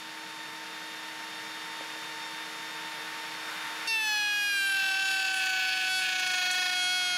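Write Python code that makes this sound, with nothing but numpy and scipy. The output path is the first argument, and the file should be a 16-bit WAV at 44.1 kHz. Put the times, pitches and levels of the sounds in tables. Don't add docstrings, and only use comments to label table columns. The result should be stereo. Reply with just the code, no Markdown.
import sys
import numpy as np
from scipy import signal
from scipy.fft import rfft, irfft, next_fast_len
from scipy.io import wavfile
from scipy.ndimage import uniform_filter1d, minimum_filter1d

SR = 44100
rng = np.random.default_rng(int(sys.argv[2]) if len(sys.argv) > 2 else 0)


def dump_mix(stems):
    frames = np.atleast_2d(stems).T
    limited = np.clip(frames, -1, 1)
    pcm = np.round(limited * 32767).astype(np.int16)
    wavfile.write(sys.argv[1], SR, pcm)


N = 316197

# shaft_multiple, level_db (relative)
DEEP_TONE = [(1, -30.5), (2, -11.5), (3, -24), (4, -2), (5, -18.5), (6, -4.5), (7, -7), (8, -14), (9, -1.5),
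             (10, -12), (11, -5.5), (12, -1), (13, -8.5), (14, -8), (15, -14), (16, -8.5), (17, -17),
             (18, -7.5), (19, -21), (20, -17), (21, -21), (22, -16.5), (23, -56), (24, -21), (25, -20),
             (26, -15.5), (27, -11), (28, -20), (29, -11), (30, -24), (31, -23), (32, -20.5), (33, -41),
             (34, -37), (35, -34), (36, -30), (37, -22), (38, -38)]


def undb(db):
    return np.exp(np.asarray(db) * (np.log(10) / 20))


def unit(x):
    return x / np.sqrt(np.mean(np.abs(x) ** 2))


def curves(rows):
    s, *columns = np.transpose(rows)
    return [np.interp(np.arange(N) / SR, s, c) for c in columns]


def walk(rate):
    k = max(int(SR / rate), 2)
    steps = np.repeat(rng.standard_normal(N // k + 1), k)
    return unit(uniform_filter1d(steps, k)[:N])


def noise(points):
    hz, db = np.transpose(points)
    size = next_fast_len(N)
    octave = np.log2(np.arange(size // 2 + 1) * SR / size + 1)
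    knots = np.log2(hz)
    outside = np.abs(octave - np.clip(octave, knots[0], knots[-1]))
    gain = undb(np.interp(octave, knots, db) - 30 * outside)
    return unit(irfft(rfft(rng.standard_normal(size)) * gain, size)[:N])


def free_running(angle, load, whine_db=-48, fan_db=-41.5, whipped_db=-49.5, flutter_db=1.4,
                 smear_rad=0.093, bearing_smear_rad=0.47, chop=0.22,
                 loaded_whine_db=-26, loaded_air_db=-9):
    # shaft_multiple, level_db (relative)
    whine = [(1, -11), (2, 0), (4, -2.5), (5, -15), (6, -17), (8, -2), (9, -17), (10, -18), (12, -10),
             (16, -22), (28, -19), (32, -33)]
    # shaft_multiple, level_db (relative)
    bearings = [(3.18, -15), (5.83, -21), (6.17, -10), (7.19, -11), (7.37, -17), (8.365, -23), (9.89, -13),
                (13.34, -16.5), (18.78, -28)]
    # (per Hz, relative)
    fan = [(330, -23), (500, -12.5), (800, -9), (1200, -6), (1900, -4.5), (3000, -9), (3800, -12.5),
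           (4600, -11), (5800, -19), (7000, -17), (8300, -26), (10000, -20.5), (12000, -27.5),
           (15500, -38.5)]
    # (per Hz, relative)
    whipped_air = [(600, -13), (1100, -4.5), (1600, 0.5), (2400, -4.5), (4000, -12.5), (6500, -23.5),
                   (12000, -24)]
    # time_s, gap_cm
    approach = [(1.8, 26), (2.5, 16), (2.9, 4.5), (3.4, 3.5), (3.5, .6), (3.87, 0.5)]

    tones = 0
    for k, db in whine:
        tones = tones + undb(db + flutter_db * walk(18)) * np.cos(k * angle + smear_rad * walk(40))
    for k, db in bearings:
        tones = tones + undb(db) * np.cos(k * angle + bearing_smear_rad * walk(20))
    tones = np.sqrt(2) * tones * undb(whine_db + loaded_whine_db * load)
    closeness = np.exp(-curves(approach)[0] / 5.5)
    whipped = noise(whipped_air) * undb(whipped_db + 10.5 * closeness)
    rush = (noise(fan) * undb(fan_db) + whipped) * (1 + chop * np.cos(2 * angle))
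    opening_db = -2.5 * np.clip(1 - np.arange(N) / SR / 1.9, 0, 1)
    return (tones + rush * undb(loaded_air_db * load)) * undb(opening_db)


def cutting(angle, speed, depth):
    shake, rate, beat_db, rattle_db, rocking = bouts()
    rocking = np.clip(rocking, 0, 1)
    force_db = 2 * walk(30)
    slip, swing = catching(rate, rocking)
    phases = 1.85 * rng.standard_normal(len(DEEP_TONE) + 2)
    return (flutes(angle, speed, depth, phases, shake, swing, rocking)
            + shake * beating(angle, phases, slip, swing, rocking, beat_db + force_db)
            + rattling(angle, depth, shake, swing, rattle_db + force_db)
            + tearing(angle, depth, shake, swing, force_db))


def flutes(angle, speed, depth, phases, shake, swing, rocking, tone_db=-33.5, tone_shimmer_db=0.72,
           shimmer_db=2.05, grain_db=2, buzz_trim_db=0.4, sizzle_trim_db=-1,
           jitter_rad=0.022, uneven=0.13, snag_db=7):
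    # shaft_multiple, level_db (relative)
    nick_tone = [(1, -20), (2, -10.5), (3, -22), (4, -9), (5, -8), (6, -3), (7, -21), (8, -6), (9, -12),
                 (10, -7.5), (11, -15), (12, -11), (13, -20), (14, -16), (15, -31), (16, -30), (17, -40),
                 (18, -19), (19, -37), (20, -40), (21, -24), (22, -35), (23, -30), (24, -26), (25, -30),
                 (26, -31), (27, -33), (28, -36), (29, -43), (30, -45), (31, -37), (32, -45), (33, -43),
                 (34, -34), (35, -44), (36, -90.5), (37, -97), (38, -99)]
    # shaft_multiple, level_db (relative)
    shallow_tone = [(1, -32.5), (2, -12.5), (3, -24), (4, -0.5), (5, -28), (6, -1.5), (7, -8.5), (8, -7),
                    (9, -18.5), (10, -10.5), (11, -17), (12, -12), (13, -24.5), (14, -13.5), (15, -26),
                    (16, -24), (17, -29), (18, -20.5), (19, -40), (20, -22), (21, -30), (22, -29.5),
                    (23, -20.5), (24, -22), (25, -35), (26, -19), (27, -38), (28, -22.5), (29, -32),
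                    (30, -21), (31, -29), (32, -27), (33, -37), (34, -45), (35, -38), (36, -30), (37, -45),
                    (38, -48)]
    # time_s, buzz_db (multiples 10-19), sizzle_db (20 and up)
    treble = [(3.89, -34.5, -47), (3.98, -45.5, -48), (4.08, -36.5, -46.5), (4.29, -40.5, -49.5),
              (4.68, -40.5, -42.5), (4.99, -41, -49.5), (5.13, -37.5, -44.5), (5.32, -41, -50),
              (5.34, -43, -44.5), (5.55, -39, -51), (6.0, -36.5, -43), (6.09, -38, -48), (6.29, -38, -46.5),
              (7.15, -35.5, -44)]

    stages = [0, 0.28, 0.64, 0.9]
    gains = {}
    for (k, nick), (_, shallow), (_, deep) in zip(nick_tone, shallow_tone, DEEP_TONE):
        gains[k] = undb(np.interp(depth, stages, [nick, shallow, shallow, deep]))
    buzz_db, sizzle_db = curves(treble)
    buzz_power = sum(g ** 2 for k, g in gains.items() if 10 <= k < 20)
    sizzle_power = sum(g ** 2 for k, g in gains.items() if k >= 20)
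    buzz_gain = undb(buzz_db + buzz_trim_db) / np.sqrt(buzz_power)
    sizzle_gain = undb(sizzle_db + sizzle_trim_db) / np.sqrt(sizzle_power)

    timing = jitter_rad * shake * walk(250)
    force = (1 + uneven * shake * walk(300)) * undb(snag_db * swing * shake * (1 - rocking))
    odd_gain = undb((-9.75 + 6.5 * rocking - 14 * swing * rocking) * shake)
    out = 0
    for k, gain in gains.items():
        if k < 10:
            gain = gain * pocket(k * speed) * undb(tone_db + tone_shimmer_db * walk(7.7))
        elif k < 20:
            gain = gain * buzz_gain * undb(shimmer_db * walk(9))
        else:
            gain = gain * sizzle_gain * undb(shimmer_db * walk(9) + grain_db * walk(45))
        if k > 6:
            gain = gain * force * (odd_gain if k % 2 else 1)
        out = out + gain * np.cos(k * angle + phases[k] + k * timing)
    return np.sqrt(2) * out


def pocket(hz):
    # centre_hz, half_width_hz, level_db
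    resonances = [(802.6, 20.2, -21), (852, 18, 5), (779, 51, 5), (1582, 73, 4), (2307, 53, -10),
                  (2470, 34, 2), (2678, 71, 8), (3387, 100, 3)]
    return undb(sum(db * np.exp(-((hz - centre) / width) ** 2) for centre, width, db in resonances))


def bouts(fade_s=0.034):
    # start_s, end_s, build_up_s, catch_rate_hz, beating_db, rattle_db (before swells),
    # rocking (0 snags, 1 rocks roundly)
    chatter = [(4.7, 5.15, .14, 39, -32.5, -45.5, 0.13), (5.155, 5.887, .03, 27, -35, -36.5, 0),
               (6.0, 6.291, 0.027, 28, -35, -34.5, 0.53), (6.3, 6.76, .03, 26, -34, -47, 0.88)]
    t = np.arange(N) / SR
    shake = 0
    for start, end, rise, *_ in chatter:
        gate = np.minimum((t - start) / rise, (end - t) / fade_s) + .5
        shake = shake + np.clip(gate, 0, 1)
    manners = [((start + end) / 2, *manner) for start, end, _, *manner in chatter]
    return np.minimum(shake, 1), *curves(manners)


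def catching(rate, rocking, release=0.029):
    slip = np.cumsum(rate * (1 + .1 * walk(25))) / SR
    build_up = uniform_filter1d((slip - release) % 1, size=150)
    snag = np.sqrt(build_up.clip(0)) - 2 / 3
    rock = .5 * np.cos(2 * np.pi * slip)
    return slip, (1 - rocking) * snag + rocking * rock


def beating(angle, phases, slip, swing, rocking, level_db, snag_swell_db=12, rock_swell_db=17):
    # shaft_multiple, snagging_db, rocking_db (relative)
    undertones = [(3, -20, -9), (5, -14.5, 5.5), (6, -10, -27), (7, 7, 4.5), (8, -8, -17), (9, -1.5, -10),
                  (10, -16.5, -3), (11, -5.5, 1), (13, -13, -2), (15, -19, -15), (17, -14, -12)]
    out, power = 0, 0
    for k, snag_db, rock_db in undertones:
        phase = k * angle + phases[k] - 2 * np.pi * slip + .5 * walk(90)
        gain = undb(snag_db + (rock_db - snag_db) * rocking)
        out = out + gain * np.cos(phase)
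        power = power + gain ** 2 / 2
    swell_db = snag_swell_db + (rock_swell_db - snag_swell_db) * rocking
    return out / np.sqrt(power) * undb(level_db + swell_db * (swing - 0.23 * rocking))


def rattling(angle, depth, shake, swing, level_db, swell_db=13, calm_db=-45.5):
    # shaft_multiple, level_db (relative)
    rattle_tones = [(4.55, -3), (6.55, -2.5), (7.55, -3.5), (8.55, -4.5), (9.55, -8), (12.55, -31)]
    stray = 1.5 * walk(35)
    tones = 0
    for k, db in rattle_tones:
        tones = tones + undb(db) * np.cos(k * angle + stray + .55 * walk(120))
    shaken = shake * undb(level_db + swell_db * swing)
    calm = (1 - shake) * undb(calm_db) * depth ** 2
    return unit(tones) * (shaken + calm)


def tearing(angle, depth, shake, swing, force_db, nick_db=-51.5, deepening_db=4,
            chop=0.52, shaken_db=5.5, crunch_db=15):
    # (per Hz, relative)
    fibres = [(350, -12), (700, -6), (1400, -11), (2000, -15), (2600, 3), (3400, 2), (4000, -3),
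              (4800, 4.5), (6000, -14), (7000, -3), (8500, -18), (10300, -13), (15500, -17)]
    puffs = unit(np.exp(chop * np.cos(angle) + .5 * np.cos(2 * angle)))
    chatter_db = (shaken_db + force_db + crunch_db * swing) * shake
    return noise(fibres) * puffs * undb(nick_db + deepening_db * depth + chatter_db)


def splinters(depth, chips_per_s=45, chip_db=-50, chip_spread_db=4, chip_decay_s=0.0046):
    # start_s, level_db, decay_s
    slivers = [(3.874, -39, .012), (5.34, -45, 0.017), (5.382, -41, 0.013), (5.458, -46, .008),
               (6.195, -34, 0.0072), (6.273, -37, .006), (6.314, -38, 0.0086), (6.356, -38, 0.0078),
               (6.511, -34.5, 0.022)]
    t = np.arange(N) / SR
    bursts = 0
    for s, db, decay in slivers:
        bursts = bursts + undb(db) * (t > s) * np.exp(-np.abs(t - s) / decay)
    hits = rng.random(N) < depth * chips_per_s / SR
    chips = hits * undb(chip_db + chip_spread_db * rng.standard_normal(N))
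    decay = np.exp(-1 / (chip_decay_s * SR))
    bursts = bursts + signal.lfilter([1], [1, -decay], chips + 1e-18)
    crackle = noise([(2500, -37), (6000, 15.5), (8500, 10.5), (10500, 11), (15000, -18)])
    return bursts * unit(crackle * undb(1.5 * walk(1200)))


def knocks():
    # start_s, level_db
    landings = [(1.809, -38), (1.835, -49), (1.96, -45)]
    # pitch_hz, level_db (relative), t60_s
    modes = [(315, -8, 0.14), (480, -24, .1), (560, 1, .05), (660, -3, .04), (820, -4, .03)]
    out = 0
    for s, db in landings:
        age = np.maximum(np.arange(N) / SR - s, 0)
        for hz, mode_db, t60 in modes:
            decay = np.exp(-np.minimum(np.log(1000) * age / t60, 20))
            out = out + undb(db + mode_db) * np.sin(2 * np.pi * hz * age) * decay
    return out


def stereo_width(x, delay_s=0.0038):
    # pitch_hz, level_db
    width_colour = [(300, -30), (550, -17), (1300, -33), (2800, -26.5), (5500, -30.5), (9000, -13.5),
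                    (13000, -46)]
    hz, db = np.transpose(width_colour)
    size = next_fast_len(N)
    bins = np.arange(size // 2 + 1) * SR / size
    gain = undb(np.interp(np.log(bins + 1), np.log(hz), db))
    response = gain * np.exp(-2j * np.pi * bins * delay_s)
    return irfft(rfft(x, size) * response, size)[:N] * np.array([[1], [-1]])


def background(load, hum_hz=316, hum_db=-55.5, rumble_db=-61.5, dip_db=-3.5, side_db=-17,
               hum_lead_rad=0.23, hum_pan_db=-1):
    # (per Hz, relative)
    yard = [(30, -30), (60, -26), (90, -19.5), (120, -7), (155, 1.5), (205, 1), (245, -5), (300, -5.5)]
    sides = np.array([[1], [-1]])
    phase = 2 * np.pi * hum_hz * np.arange(N) / SR + .08 * walk(8.9) + hum_lead_rad * sides
    hum_gain = undb(hum_db + .5 * walk(20) + hum_pan_db * sides / 2)
    hum = np.sqrt(2) * hum_gain * np.sin(phase)
    rumble = noise(yard) + undb(side_db) * noise(yard) * sides
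    return (hum + undb(rumble_db) * rumble) * undb(dip_db * load)


def scene(free_hz=454, labouring_hz=358.4, bite_s=3.871, bite_rise_s=0.014, load_rise_s=0.057,
          surge_db=5.5, surge_s=.05, pan_db=-0.7, lowest_hz=260):
    # time_s, shaft_speed_hz (turns
    slowing = [
        [(3.88, 454.5), (4.102, 425.6), (4.2, 418.0), (4.47, 409.4), (4.602, 395.6), (4.93, 385.8)],
        [(5.02, 388.0), (5.3, 381.9), (5.57, 376), (5.99, 374.5), (6.45, 365.4), (6.55, 367.0), (6.85, 364.3),
         (6.95, 366.6), (7.16, 360.8)],
    ]
    since_bite = np.arange(N) / SR - bite_s
    contact = np.clip(since_bite / bite_rise_s, 0, 1)
    load = np.clip(since_bite / load_rise_s, 0, 1)
    speed = free_hz + contact * (curves(np.vstack(slowing))[0] - free_hz)
    depth = np.clip((free_hz - speed) / (free_hz - labouring_hz), 0, 1)
    angle = 2 * np.pi * np.cumsum(speed * (1 + 0.00033 * walk(25))) / SR
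    surge = undb(surge_db * np.exp(-(since_bite / surge_s) ** 2))
    cut = contact * surge * cutting(angle, speed, depth)
    router = free_running(angle, load) + cut + splinters(depth) + knocks()
    low_cut = signal.butter(4, lowest_hz, "high", fs=SR, output="sos")
    router = signal.sosfilt(low_cut, router)
    panned = router * undb(np.array([[pan_db], [-pan_db]]) / 2)
    return panned + stereo_width(router) + background(load)


def record(dry, ceiling_db=-19.5, hold_s=.004, top_hz=15700):
    hold = int(hold_s * SR)
    allowed = np.minimum(undb(ceiling_db) / (np.abs(dry).max(axis=0) + 1e-9), 1)
    gain = uniform_filter1d(minimum_filter1d(allowed, hold), hold)
    low_pass = signal.ellip(10, .2, 80, top_hz, fs=SR, output="sos")
    return signal.sosfilt(low_pass, dry * gain)


dry = scene()
out = record(dry)
dump_mix(out)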